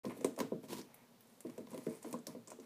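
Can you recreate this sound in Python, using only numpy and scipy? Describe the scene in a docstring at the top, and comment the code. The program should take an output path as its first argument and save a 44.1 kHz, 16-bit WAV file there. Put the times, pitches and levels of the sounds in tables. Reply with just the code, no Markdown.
"""Rabbit gnawing a grass hut

A small room, one microphone about a metre from a rabbit on top of a hollow hut of pressed dry grass.
Each tug of its teeth at the edge knocks the hut; dry stalks snap, fibres crackle as they tear,
and once the grass rustles in a longer swish. The room rings briefly over a faint hiss."""
import sys
import numpy as np
from scipy import signal
from scipy.fft import rfft, irfft
from scipy.io import wavfile

SR = 44100
rng = np.random.default_rng(int(sys.argv[2]) if len(sys.argv) > 2 else 0)


def bounce(signal):
    """Save signal as a 16-bit WAV file at the path given by the first command-line argument."""
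    frames = np.transpose(np.atleast_2d(signal))
    limited = np.clip(frames, -1, 1)
    pcm = np.round(limited * 32767).astype(np.int16)
    wavfile.write(sys.argv[1], SR, pcm)


N = 116865
ROOM_T60_S = 0.32


def undb(db):
    """Decibels to gain."""
    return 10 ** (np.asarray(db) / 20)


def unit(x):
    """Scale to rms 1."""
    return x / np.sqrt(np.mean(x ** 2) + 1e-20)


def fade(t, t60):
    """Exponential decay, 60 dB down at t60."""
    return np.exp(-np.log(1000) * t / max(t60, 1e-4))


def swell(t, rise_s, t60):
    """A rounded attack into an exponential decay."""
    return (1 - np.exp(-t / rise_s)) * fade(t, t60)


def db_at(hz, points):
    """Read (f/Hz, level/dB) points on a log-frequency axis."""
    f, db = np.array(points, float).T
    return np.interp(np.log(hz + 1), np.log(f), db)


def colour(x, points, size=2048):
    """Minimum-phase filter with the given (f/Hz, gain/dB) response."""
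    gain = undb(db_at(np.fft.rfftfreq(size, 1 / SR), points))
    cepstrum = irfft(np.log(gain))
    cepstrum[1:size // 2] *= 2
    cepstrum[size // 2 + 1:] = 0
    impulse = irfft(np.exp(rfft(cepstrum)))
    return signal.oaconvolve(x, impulse)[:len(x)]


def noise(points):
    """Coloured noise of rms 1."""
    return unit(colour(rng.standard_normal(N), points))


def grains(per_s, spread_db, ceiling=2 * np.pi):
    """Random tiny clicks, a few larger than the rest."""
    size = undb(spread_db * np.minimum(rng.exponential(size=N), ceiling))
    return (rng.random(N) < per_s / SR) * size * rng.choice([-1, 1], N)


def add(out, at_s, x):
    """Mix a sound in at a time."""
    i = max(int(at_s * SR), 0)
    out[i:i + len(x)] += x[:max(N - i, 0)]


# Spectrum of the quiet room at the microphone: f/Hz, level/dB
HISS_SPECTRUM = [(30, -18.5), (70, -42), (115, -2.5), (160, -8), (200, -6), (245, 6), (300, -11.5),
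                 (480, -5.5), (750, -13.5), (1000, -14), (1500, -19.5), (2200, -22), (4000, -22.5),
                 (8000, -26.5), (15000, -26.5)]


def room_tone():
    """A faint steady hiss, strongest in the lows."""
    return undb(-65.5) * noise(HISS_SPECTRUM)


def room(x, gap_s=0.0017, tail_db=-5):
    """The direct sound reaches the microphone first, then a short diffuse tail from the walls."""
    t = np.arange(SR // 2) / SR
    tail = rng.standard_normal(len(t)) * fade(t, ROOM_T60_S) * (t > gap_s)
    tail = colour(tail / np.linalg.norm(tail), [(2000, -1.5), (8000, 4), (15000, -26)])
    return x + undb(tail_db) * signal.fftconvolve(x, tail)[:N]


# Rise and fall of the one long rustle: t/s, level/dB
SWISH_ENVELOPE = [(.67, -85), (0.686, -54), (0.714, -45), (0.732, -42), (.757, -49), (0.794, -48),
                  (.825, -58.5), (0.863, -65)]
# Spectrum of grass rubbing on the hut: f/Hz, level/dB
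SWISH_SPECTRUM = [(40, -39), (110, 14.5), (240, 23.5), (500, 13.5), (800, 3.5), (990, 16), (1200, 0.5),
                  (4000, 1.5), (10000, -2.5), (16000, -6)]


def grass_swish():
    """Dry grass rubs on the hut in a dense run of grains, with coarser crunches where it catches."""
    at, db = np.array(SWISH_ENVELOPE).T
    gain = undb(np.interp(np.arange(N) / SR, at, db, left=-np.inf, right=-np.inf))
    rub = unit(grains(per_s=12000, spread_db=2))
    crunch = undb(-2) * unit(grains(per_s=400, spread_db=3, ceiling=1.1))
    return gain * unit(colour(rub + crunch, SWISH_SPECTRUM))


def fibre_ticks(centre_hz=10300, spread_oct=0.21, top_hz=15300, ring_cycles=26):
    """Single dry fibres pop, each ringing briefly at its own high pitch."""
    out, t = np.zeros(N), np.arange(SR // 100) / SR
    pops = grains(per_s=380, spread_db=4.5, ceiling=np.pi)
    hz = np.minimum(centre_hz * 2 ** (spread_oct * rng.standard_normal(N)), top_hz)
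    for i in np.flatnonzero(pops):
        add(out, i / SR, pops[i] * np.sin(2 * np.pi * hz[i] * t) * fade(t, ring_cycles / hz[i]))
    return unit(out)


# Spells of tearing: t/s, length/s, level/dB, woody lift up to 2.4 kHz/dB
TEAR_SPELLS = [(0.03, 0.069, -61.5, 9), (0.089, 0.039, -53, 18), (0.119, 0.15, -65, 7),
               (0.373, 0.063, -57, 8), (0.624, 0.044, -65, 1.5), (0.825, 0.26, -70, 18),
               (1.186, 0.24, -76, -2), (1.409, 0.26, -69.5, 7.5), (1.671, 0.17, -64, 4),
               (1.795, 0.22, -63, 3.5), (1.855, 0.11, -70, 20), (1.994, 0.18, -62, 4.5),
               (2.264, 0.085, -67, 6.5), (2.49, 0.031, -65.5, 15), (2.613, 0.1, -67, 9)]
# Spectrum of the fine crackle: f/Hz, level/dB
CRACKLE_SPECTRUM = [(200, -1), (1000, 5), (1500, -6), (2150, 0.5), (3000, -7), (5000, -3), (7500, -3),
                    (11000, -3.5), (16000, -8.5)]


def tearing_fibres():
    """Fibres tear in spells of crackle that swell and fade; thicker fibres sound woodier."""
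    out = np.zeros(N)
    crackle = unit(colour(grains(per_s=4600, spread_db=3), CRACKLE_SPECTRUM))
    fibres = crackle + undb(-2.5) * fibre_ticks()
    for at, length, db, woody_db in TEAR_SPELLS:
        spell = fibres[int(at * SR):][:int(length * SR)]
        spell = unit(colour(spell, [(2400, woody_db), (5000, 0.0081)], size=256))
        add(out, at, undb(db) * signal.windows.tukey(len(spell), .5) * spell)
    return out


# Stalks breaking at the hut's edge: t/s, level/dB, peak f/Hz, woody body/dB
STALK_BREAKS = [(0.053, -46.5, 4970, -1), (0.167, -59, 10800, -6), (0.175, -54, 10200, -1),
                (0.2095, -50, 7400, -1), (0.2453, -31.5, 8000, -3), (.363, -51.5, 7740, -1.5),
                (0.389, -41.5, 8600, 0), (.393, -47, 6200, 0), (0.4025, -37, 6500, 5),
                (.640, -59.5, 8100, 6), (0.792, -48.5, 6000, -5), (0.814, -45.5, 5340, -8),
                (.9430, -47.5, 11500, -9.5), (1.2074, -53, 13800, -6.5), (1.4055, -44.5, 9100, -8.5),
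                (1.468, -56, 2200, 0.5), (1.498, -58.5, 7500, 3.5), (1.579, -52, 7900, 0.5),
                (1.670, -64.5, 8150, 9.5), (1.7058, -54.5, 10200, -17), (1.7445, -53.5, 10600, 2),
                (1.777, -48.5, 9500, -1), (1.8654, -39, 1620, -14.5), (2.0273, -43.5, 7100, -16),
                (2.046, -46.5, 2220, -14), (2.110, -51, 11000, -8), (2.1276, -39.5, 7900, -4.5),
                (2.188, -54, 7460, -23), (2.2684, -36.5, 5150, -11), (2.269, -40.5, 10100, -20),
                (2.350, -53, 2110, -18), (2.474, -45, 6700, -14), (2.481, -48, 7200, -10),
                (2.503, -42, 7200, -11.5), (2.518, -49, 7000, -7), (2.599, -52, 6700, -5)]
# Spectrum of a stalk's woody body: f/Hz, level/dB
STALK_SPECTRUM = [(200, -5), (700, 6.5), (1000, -3), (1450, -2), (2100, 2.5), (2800, -2), (5000, -4),
                  (10000, -14), (16000, -8)]


def snapping_stalks(width_oct=0.33, lift_db=1.5):
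    """A stalk breaks in a spiky burst peaked at its own pitch, splinters and echoes in the room."""
    out, t = np.zeros(N), np.arange(SR // 5) / SR
    crack_shape = undb(8) * swell(t, rise_s=0.00063, t60=0.0094)
    splinter_shape = undb(-6) * fade(t, t60=0.041)
    room_shape = undb(-17.5) * fade(t, ROOM_T60_S)
    f = np.geomspace(100, 16000, 90)
    for at, db, hz, body_db in STALK_BREAKS:
        peak = (1 + (np.log2(f / hz) / width_oct / 2) ** 2) ** -2
        body = undb(body_db + db_at(f, STALK_SPECTRUM))
        spectrum = np.c_[f, 20 * np.log10(np.hypot(peak, body))]
        crack = unit(rng.laplace(size=len(t))) * crack_shape
        tail = rng.standard_normal(len(t)) * (splinter_shape + room_shape)
        add(out, at, undb(db + lift_db) * colour(crack + tail, spectrum, size=512))
    return out


def bite_thud(t, hz, start_ratio=1.295, end_ratio=0.562, glide_s=0.00906, rise_s=0.0045):
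    """The bitten spot thuds with a falling pitch, as bending waves bring the highs first."""
    pitch = hz * (end_ratio + (start_ratio - end_ratio) * np.exp(-t / glide_s))
    phase = 2 * np.pi * np.cumsum(pitch) / SR
    push = undb(18.5) * (1 - np.exp(-t / rise_s)) ** 2 * fade(t, t60=0.023)
    second_mode = undb(-20) * np.sin(2.15 * phase)
    return push * (np.sin(phase) + second_mode)


# Tugs of the teeth, a metre off: t/s, level/dB, nominal f of the spot/Hz, bass/dB, brightness/dB
TOOTH_TUGS = [(0.046, -35, 469, 0.5, 2), (0.064, -35, 233, 0, -5), (.106, -43.5, 443, -8.5, 9.5),
              (0.166, -46.5, 480, 0, 1), (0.189, -48, 250, 7, -3), (0.209, -40.5, 524, -10, -10),
              (0.2445, -24, 444, -7.5, -1.5), (0.376, -40, 572, -8, 3), (.387, -38, 610, -4, 9),
              (0.402, -29.5, 472, -1, 7), (0.42, -57, 207, 14, 0), (0.5192, -30, 479, 1, -7),
              (0.633, -48, 484, 8, 3.5), (.789, -43, 322, -16, -25), (1.449, -36, 326, -5.5, -7),
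              (1.493, -45.5, 334, 3.5, -0.5), (1.578, -37.5, 483, 0.5, -3.5), (1.671, -52, 500, 7.5, 5),
              (1.715, -49, 447, 4, 1), (1.731, -39.5, 250, -2.5, 2), (1.744, -42, 573, 0, -5),
              (1.774, -42, 334, -3, 0.5), (1.8655, -29.5, 380, -2.5, -15), (2.044, -43, 669, -8, 1),
              (2.049, -38.5, 302, -3, -6), (2.07, -44, 455, -21, 2), (2.127, -39.5, 312, 1.5, -7),
              (2.1392, -36.5, 498, -2.5, 6.5), (2.268, -46.5, 593, -5, 3.5), (2.281, -43, 334, 5.5, 5),
              (2.348, -41.5, 515, 2.5, -3.5), (2.363, -63.5, 370, 21.5, -9), (2.477, -49, 318, -6, 5.5),
              (2.5156, -49, 606, -1.5, 13), (2.587, -46, 400, 2, -4)]
# Modes of the hollow hut: f/Hz, level/dB, t60/s
HUT_MODES = [(113.3, -23, 0.31), (161.5, -15, 0.21), (241.8, -10, 0.24), (292.2, 2, 0.035),
             (336, -13.5, 0.18), (387, -13, 0.064), (445.5, -13, 0.29), (511.5, -11.5, 0.13),
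             (629, -15, 0.19), (985, -10.5, 0.053), (1047, -10.5, 0.045)]
# Diffuse ring of hut and room after a tug: f/Hz, level/dB
BOOM_SPECTRUM = [(30, -48), (70, -24), (110, -17.5), (240, 6), (480, -3.5), (640, -10), (800, -19),
                 (1000, -17.5), (1350, -23), (2200, -35), (4000, -32), (16000, -103)]
# Bass that reaches the microphone late: f/Hz, level/dB
LATE_BASS_SPECTRUM = [(40, -54), (80, -23.5), (115, -6.5), (165, -3), (250, 2.5), (400, -18), (1000, -63),
                      (16000, -104)]


def tugging_teeth(mode_rise_cycles=2.9, scatter_db=2, wall_lag_s=0.0135):
    """Each tug thuds, echoes off the nearest wall, rings the hut and leaves a boom; the lows come late."""
    out, t = np.zeros(N), np.arange(SR // 3) / SR
    modes = np.array([undb(db + 0.74) * np.exp(2j * np.pi * hz * t) * swell(t, mode_rise_cycles / hz, t60)
                      for hz, db, t60 in HUT_MODES])
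    boom, boom_shape = noise(BOOM_SPECTRUM), undb(-11) * swell(t, rise_s=0.002, t60=0.31)
    bass, bass_shape = noise(LATE_BASS_SPECTRUM), undb(-5) * swell(t, rise_s=0.021, t60=0.19)
    for at, db, hz, bass_db, bright_db in TOOTH_TUGS:
        stretch = rng.integers(N - len(t)) + np.arange(len(t))
        diffuse = boom_shape * boom[stretch] + bass_shape * bass[stretch]
        strength, phase = rng.standard_normal((2, len(HUT_MODES)))  # each tug has its own mix of modes
        mode_mix = undb(scatter_db * strength) * np.exp(.5j * phase)
        ring = (mode_mix @ modes).imag
        thud = bite_thud(t, hz)
        lag_s = wall_lag_s * (1 + rng.standard_normal() / 10)
        echo = undb(-8.5) * np.interp(t - lag_s, t, thud)
        tone = [(170, bass_db), (300, 0), (550, 0.0086), (1000, bright_db)]
        add(out, at, undb(db) * colour(thud + echo + ring + diffuse, tone, size=512))
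    return out


def scene():
    """At the microphone, in mono: the gnawing, cut below 82 Hz, over the quiet of the room."""
    gnawing = tugging_teeth() + snapping_stalks() + room(tearing_fibres()) + grass_swish()
    low_cut = signal.butter(2, 82, "high", fs=SR, output="sos")
    return (signal.sosfilt(low_cut, gnawing) + room_tone())[None]


def record(dry, start_s=0.035, top_hz=15300):
    """The sound opens after an instant of silence; the top is cut steeply."""
    opened = dry * (np.arange(N) / SR > start_s)
    high_cut = signal.ellip(10, .2, 60, top_hz, fs=SR, output="sos")
    return signal.sosfilt(high_cut, opened)


dry = scene()
out = record(dry)
bounce(out)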